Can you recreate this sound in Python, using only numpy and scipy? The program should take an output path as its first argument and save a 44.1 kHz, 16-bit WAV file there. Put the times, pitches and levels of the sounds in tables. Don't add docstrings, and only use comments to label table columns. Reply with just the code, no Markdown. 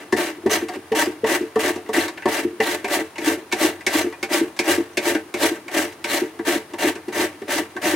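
import sys
import numpy as np
from scipy import signal
from scipy.fft import rfft, irfft
from scipy.io import wavfile
from scipy.ndimage import uniform_filter1d

SR = 44100
rng = np.random.default_rng(int(sys.argv[2]) if len(sys.argv) > 2 else 0)


def to_wav(sig):
    pcm = np.clip(np.atleast_2d(sig), -1, 1) * 32767
    pcm = np.round(pcm).astype(np.int16)
    wavfile.write(sys.argv[1], SR, pcm.T)


def magnitude_from_level(level_db):
    exponent = np.asarray(level_db, float) / 20
    return 10 ** exponent


N = 350595

# mode_hz, width_hz, level_db
BOX_AIR_MODES = [(284, 48, -2), (322.3, 36, 4), (360, 33.3, 3), (443.8, 21, -4)]
# mode_hz, width_hz, level_db
BOX_WALL_MODES = [(128, 12, -15.5), (149.5, 20, -15), (217.7, 21.3, 5.5), (240, 46, -1), (287, 23, 2),
                  (312, 6.8, 11)]
# mode_hz, width_hz, level_db
TABLE_MODES = [(94.2, 11.3, 0.5)]
# mode_hz, width_hz, level_db
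LID_MODES = [(592, 42.7, -0.5), (728.5, 16, 0), (790.3, 16.8, -0.5), (932.4, 37, -1.5), (1125, 71, -6),
             (1437, 220, -11), (1563, 53, -1), (1786, 124, -3.5), (1991, 85, -1.5), (2260, 180, -7.5),
             (2434, 20.4, -2.5), (2704, 265, -9.5)]
# mode_hz, width_hz, level_db
TOOTH_MODES = [(3400, 50, 1), (4160, 370, -1), (5000, 320, -2.5), (6100, 200, -1), (8150, 140, -9)]
# freq_hz, density_db
SNAP_SPECTRUM = [(1500, -18), (2500, -12), (2950, -6.5), (3700, -5), (4800, -8), (6100, -6), (8000, -5.5),
                 (12000, -9.5), (16000, -14.5)]
# freq_hz, gain_db
BLOW_TILT = [(5000, 10), (16000, -6)]
# freq_hz, side_minus_mid_db
STEREO_SPREAD = [(60, -52), (110, -75), (200, -26), (380, -15.5), (700, -6), (1290, -5), (2380, -4),
                 (4400, 0), (8120, 0), (15000, -1)]
# freq_hz, density_db
KITCHEN_SPECTRUM = [(30, -17), (70, -18), (90, -3), (115, -9), (350, -8.5), (1000, -8.5), (2000, -16.5),
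                    (7000, -28), (8600, -29), (9500, -20), (10500, -30.5), (16000, -32)]
KITCHEN_DB = -47
ROOM_T60_S, ROOM_DB = 0.14, -13

# bite_s, rise_s, hold_s, full_hiss_db, leave_hiss_db
STUB_STROKES = [(0.0, 0.0028, 0.034, -49, -55), (0.167, 0.004, 0.13, -30, -39.5),
                (.499, 0.0072, 0.057, -30, -28), (0.716, 0.044, .012, -48, -53),
                (0.952, 0.035, 0.041, -27.5, -27), (1.263, 0.0088, 0.091, -33, -29.5),
                (1.592, 0.013, 0.094, -31, -30.5), (1.934, 0.037, 0.085, -27.5, -35.5),
                (2.28, 0.013, 0.11, -33, -33), (2.613, 0.024, 0.11, -31.5, -34)]
# bite_s, rise_s, hold_s, full_hiss_db, leave_hiss_db
LONG_STROKES = [(2.878, 0.046, 0.036, -26.5, -26.5), (3.206, 0.071, 0.044, -27, -31.5),
                (3.562, 0.073, 0.05, -24, -32), (3.882, 0.062, 0.049, -28, -27),
                (4.294, 0.039, 0.041, -25.5, -27), (4.635, 0.065, 0.038, -25, -27),
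                (5.011, 0.052, 0.053, -27.5, -29), (5.367, 0.051, 0.044, -27.5, -23.5),
                (5.713, 0.064, 0.047, -25.5, -30), (6.055, 0.08, 0.053, -26, -30)]
# bite_s, rise_s, hold_s, full_hiss_db, leave_hiss_db
END_STROKES = [(6.454, 0.022, 0.085, -27.5, -31.5), (6.787, 0.045, 0.055, -27.5, -30.5),
               (7.128, 0.042, 0.069, -29.5, -30), (7.483, 0.041, 0.065, -28, -30.5),
               (7.819, 0.046, 0.14, -27, -35.5)]
# bite_below_full_db, leave_drop_db, drop_s, slide_fade_db_per_s, lid_over_hiss_db
CUT_SHAPES = [
    (6, 11.5, 0.024, 189, 6.5),
    (19.5, 15, 0.044, 189, 5.5),
    (11.5, 15.5, 0.036, 190, 6),
]
CONTACT_S, REST_DB = 0.009, -63
LID_GAIN_PER_DB, LID_MOST_DB, FULL_CUT_DB = 0.22, 5.5, -26.5
HANDS_DB = -44

PIECE_START_S = [0, 2.83, 6.3]
LANDING_RING_HZ = [1780, 2215, 1750]
LANDING_RING_DB = [-8.5, -6, -16.5]
BOX_DRIVE_DB = [-4, -3.5, -4]
PRESS_DB = [-14.5, -11, -13]

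# start_s, peak_db, crack_over_peak_db, dull_over_peak_db
LANDINGS = [(0.1252, -12.5, -12.5, -2.5), (0.4625, -24.5, -11, 6.5), (0.9203, -20.5, -38, 2.5),
            (1.2432, -17.5, -42, 3.5), (1.558, -21, -29, 5.5), (1.8902, -32.5, -8, 10.5),
            (2.257, -18, -17, 5.5), (2.603, -9, -29, -4.5), (2.8453, -15.5, -16, -6), (3.1822, -20, -8, -6),
            (3.525, -12, -5.5, -8), (3.8662, -9.5, -5.5, -11), (4.229, -14, -9.5, -9.5),
            (4.591, -9.5, -7, -9.5), (4.9721, -9.5, -8, -8), (5.341, -18, -9.5, -6.5),
            (5.6812, -22, -16, -8.5), (6.0427, -13.5, -10.5, -13.5), (6.3908, -22.5, -30, -5.5),
            (6.736, -24.5, -17, -0.5), (7.0835, -29.5, -9, -3), (7.419, -28, -37, -6),
            (7.765, -18.5, -22, -7.5)]
# start_s, peak_db, ring_hz, crack_over_peak_db, dull_over_peak_db
TICKS = [(0.6858, -19.5, 1590, -14, -5.5), (0.7377, -35.5, 1620, -3, 2), (0.7674, -45, 1620, -12, -9),
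         (1.7594, -34, 1630, 1, 5.5), (1.8607, -34, 1870, -16, -7), (1.944, -11, 1780, -18, -27),
         (2.0817, -23.5, 2170, -6, -4), (2.175, -20.5, 1510, -45, -12), (2.2223, -18, 1970, -33, -18),
         (3.1582, -28, 2660, -12, -5), (3.5164, -18.5, 2160, -20, -13), (3.8087, -25.5, 1574, -15, -17),
         (4.125, -25, 1940, -27, -7), (4.5655, -32.5, 1630, -6, -6), (5.1491, -13.5, 1510, -29, -4),
         (5.9244, -40, 1700, -2, -7), (6.9544, -25.5, 1440, -12, -9)]
# start_s, peak_db, boom_hz
LAND_JOLTS = [(.127, -6.5, 373), (.459, -5.5, 381), (.917, -11.5, 444), (1.235, -11, 444),
              (1.56, -9.5, 440), (1.891, -18, 435), (2.256, -8, 371), (2.6, -12, 438), (2.843, -18, 394),
              (3.186, -22, 349), (3.529, -15, 360), (3.869, -16, 372), (4.228, -19, 360), (4.595, -14, 351),
              (4.975, -13.5, 366), (5.342, -16.5, 358), (6.044, -23, 342), (6.394, -16.5, 339),
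              (6.735, -22.5, 348), (7.08, -17.5, 363), (7.418, -21.5, 393), (7.757, -23.5, 360)]
# start_s, peak_db, boom_hz
CATCH_JOLTS = [(.514, -16.5, 430), (1.315, -11, 349), (1.977, -14, 313), (2.911, -19, 312),
               (3.272, -8, 317), (3.315, -15, 330), (3.611, -22, 334), (3.645, -10, 337), (3.951, -9, 322),
               (4.31, -18, 354), (4.34, -16.5, 341), (4.676, -17, 333), (4.715, -26, 360),
               (5.065, -11.5, 340), (5.431, -10.5, 329), (5.745, -21, 330), (5.789, -24, 312),
               (6.15, -24, 343), (6.477, -13.5, 348), (6.503, -14.5, 340), (6.843, -20, 313),
               (6.868, -14, 320), (7.194, -18, 353), (7.559, -17, 328), (7.863, -15, 312),
               (7.934, -14, 330)]
# start_s, peak_db, boom_hz
SLIP_JOLTS = [(.38, -30, 350), (.435, -26, 350), (.623, -14, 344), (.696, -26.5, 353), (.767, -21.5, 371),
              (1.071, -14, 360), (1.408, -14, 361), (1.433, -21.5, 344), (1.759, -18, 358),
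              (2.426, -23, 304), (2.448, -10, 349), (2.528, -28, 353), (3.007, -17, 323), (3.37, -24, 346),
              (4.042, -14, 353), (4.067, -18, 343), (4.411, -8, 332), (4.444, -20.5, 358), (4.779, -9, 337),
              (4.803, -15, 344), (5.151, -10, 315), (5.514, -15.5, 337), (5.66, -29, 343), (5.85, -26, 350),
              (6.218, -10.5, 364), (6.556, -14, 331), (6.954, -25.5, 377), (7.244, -20, 359),
              (7.599, -17, 310)]
LAND_THUD_DB, CATCH_THUD_DB, SLIP_THUD_DB = -11, -32, -14.5
STUB_WEIGHT_DB = 2


def level(x, db):
    return x * magnitude_from_level(db) / np.sqrt(np.mean(x ** 2))


def ring(x, modes):
    out = np.zeros(len(x))
    for k, (hz, width_hz, db) in enumerate(modes):
        b, a = signal.iirpeak(hz, hz / width_hz, fs=SR)
        out += (-1) ** k * magnitude_from_level(db) * signal.lfilter(b, a, x)
    return out


def colour(x, spectrum):
    hz, db = np.transpose(spectrum)
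    grid_hz = np.maximum(np.arange(2049) * SR / 4096, 1)
    log_gain = np.interp(np.log(grid_hz), np.log(hz), db) * np.log(10) / 20
    cepstrum = irfft(log_gain)
    cepstrum[1:2048] *= 2
    cepstrum[2049:] = 0
    response = irfft(np.exp(rfft(cepstrum)))
    return signal.fftconvolve(x, response)[:len(x)]


def add(out, start_s, sound):
    i = int(start_s * SR)
    out[i:i + len(sound)] += sound[:N - i]


def piece_at(time_s):
    return np.searchsorted(PIECE_START_S, time_s, "right") - 1


def kitchen_air():
    return level(colour(rng.standard_normal(N), KITCHEN_SPECTRUM), KITCHEN_DB)


def snaps(per_s, scatter_db):
    happens = rng.random(N) < per_s / SR
    size = np.minimum(rng.exponential(size=N), 4)
    sign = rng.standard_normal(N)
    return level(happens * magnitude_from_level(scatter_db * size) * sign, 0)


def flutter(per_s, depth_db):
    hold = int(SR / per_s)
    steps = np.repeat(rng.standard_normal(2048), hold)[:N]
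    return magnitude_from_level(depth_db * uniform_filter1d(steps, hold))


def pressure():
    t = np.arange(N) / SR
    hiss_db = np.full(N, float(REST_DB))
    for strokes, shape in zip((STUB_STROKES, LONG_STROKES, END_STROKES), CUT_SHAPES):
        bite_db, drop_db, drop_s, fade_db_per_s, _ = shape
        for bite_s, rise_s, hold_s, full_db, leave_db in strokes:
            corners_s = bite_s + np.cumsum([-CONTACT_S, CONTACT_S, rise_s, hold_s, drop_s, 1])
            slide_db = leave_db - drop_db
            corners_db = [REST_DB, full_db - bite_db, full_db, leave_db, slide_db, slide_db - fade_db_per_s]
            hiss_db = np.maximum(hiss_db, np.interp(t, corners_s, corners_db))
    lid_over_hiss_db = np.transpose(CUT_SHAPES)[-1][piece_at(t)]
    light_cut_db = np.minimum(LID_GAIN_PER_DB * (FULL_CUT_DB - hiss_db), LID_MOST_DB)
    return hiss_db, hiss_db + lid_over_hiss_db + light_cut_db


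def blade(tear):
    singing = sum(ring(tear, [mode]) * flutter(per_s=40, depth_db=7.5) for mode in TOOTH_MODES)
    return level(colour(tear, SNAP_SPECTRUM), -0.27) + level(singing, -9.0)


def rasp():
    hand = flutter(per_s=90, depth_db=2.0)
    tear, across = (snaps(per_s=11000, scatter_db=1.5) * hand for _ in range(2))
    drag = snaps(per_s=2300, scatter_db=3.5) * flutter(per_s=45, depth_db=2.0)
    hiss_db, lid_db = pressure()
    hiss_gain, lid_gain = magnitude_from_level(hiss_db), magnitude_from_level(lid_db)
    held = piece_at(np.arange(N) / SR)

    rattle = level(ring(tear + 0.59 * drag, LID_MODES), -1.22)
    pressed = level(ring(drag, LID_MODES[:1]), 0) * magnitude_from_level(np.array(PRESS_DB)[held])
    bright = blade(tear) * hiss_gain + (rattle + pressed) * lid_gain
    wide = blade(across) * hiss_gain + level(ring(across, LID_MODES), -0.95) * lid_gain

    force = magnitude_from_level(np.array(BOX_DRIVE_DB)[held]) * lid_gain + magnitude_from_level(HANDS_DB - 7.5)
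    push = drag * force / np.std(ring(drag, BOX_AIR_MODES))
    walls = magnitude_from_level(-17.5) * ring(push, BOX_WALL_MODES)
    table = magnitude_from_level(-14.5) * ring(ring(push, TABLE_MODES), TABLE_MODES)
    return bright + ring(push, BOX_AIR_MODES) + walls + table, wide


def echoes(t60_s, gap_s):
    t = np.arange(SR // 2) / SR
    tail = rng.standard_normal(len(t)) * magnitude_from_level(-60 * t / t60_s) * (t > gap_s)
    return tail / np.sqrt(np.sum(tail ** 2))


def taps():
    out, t = np.zeros(N), np.arange(4096) / SR
    landings = [(s, db, LANDING_RING_HZ[piece_at(s)], *mix) for s, db, *mix in LANDINGS]
    hits = sorted(landings + list(TICKS))
    contact = (1 - np.exp(-t / 0.00018)) * (np.exp(-t / 0.011) + 0.63 * np.exp(-t / 0.019))
    for start_s, peak_db, ring_hz, crack_db, dull_db in hits:
        burst = rng.standard_normal(len(t)) * contact
        mode_shift_db = 3 * rng.standard_normal(len(LID_MODES))
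        struck = [(hz, width_hz, db + shift) for (hz, width_hz, db), shift in zip(LID_MODES, mode_shift_db)]
        crack = colour(colour(burst, SNAP_SPECTRUM), BLOW_TILT)
        rattle = ring(burst, struck[5:])
        dull = ring(burst, struck[:5])
        tone = ring(burst, [(ring_hz, 45, 0), (1.12 * ring_hz, 140, -7)])
        tone_db = LANDING_RING_DB[piece_at(start_s)]
        parts = [(crack, crack_db + 3), (rattle, -4), (dull, dull_db + 0.23), (tone, tone_db)]
        tap = sum(magnitude_from_level(db) * part / np.abs(part).max() for part, db in parts)
        add(out, start_s - 0.0012, magnitude_from_level(peak_db) * tap)
    return out


def jolts():
    out, t = np.zeros(N), np.arange(4096) / SR
    swell = 1 - np.exp(-(t / 0.0045) ** 2)
    upper = 0.14 * np.sin(2 * np.pi * BOX_AIR_MODES[3][0] * t) * np.exp(-t / 0.034)
    lower = 0.18 * np.sin(2 * np.pi * BOX_AIR_MODES[0][0] * t) * np.exp(-t / 0.021)
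    blow = np.exp(-t / 0.00092)
    thud = ring(blow, BOX_WALL_MODES) + magnitude_from_level(-11) * ring(blow, TABLE_MODES)
    thud = thud / np.abs(thud).max()
    kinds = [(LAND_JOLTS, LAND_THUD_DB), (CATCH_JOLTS, CATCH_THUD_DB), (SLIP_JOLTS, SLIP_THUD_DB)]
    for events, thud_db in kinds:
        for start_s, peak_db, boom_hz in events:
            boom = np.sin(2 * np.pi * boom_hz * t) * np.exp(-t / 0.014)
            weight_db = STUB_WEIGHT_DB * (piece_at(start_s) == 0)
            jolt = swell * (boom + upper - lower) + magnitude_from_level(thud_db - 5.5 + weight_db) * thud
            add(out, start_s - 0.002, magnitude_from_level(peak_db + 3.5) * jolt)
    return out


def scene():
    scrape, wide = rasp()
    direct = scrape + taps() + jolts()
    room, room_side = (signal.fftconvolve(direct, echoes(ROOM_T60_S, 0.0036))[:N] for _ in range(2))
    near = signal.fftconvolve(direct, echoes(0.053, 0.00017))[:N]
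    mid = direct + magnitude_from_level(ROOM_DB) * room + kitchen_air()
    spread = magnitude_from_level(-5.5) * near + magnitude_from_level(-6) * wide + magnitude_from_level(ROOM_DB - 2.0) * room_side + kitchen_air()
    side = colour(spread, STEREO_SPREAD)
    balance_db = np.array([[0.45], [-0.45]])
    return np.array([mid + side, mid - side]) * magnitude_from_level(balance_db)


def roll_off(x):
    return signal.sosfilt(signal.butter(12, 16480, fs=SR, output="sos"), x)


def record(dry):
    bass_cut = signal.butter(2, 70, "high", fs=SR, output="sos")
    top_cut = signal.ellip(8, 0.2, 50, 15900, fs=SR, output="sos")
    mix = signal.sosfilt(top_cut, signal.sosfilt(bass_cut, dry))
    return roll_off(mix)


dry = scene()
out = record(dry)
to_wav(out)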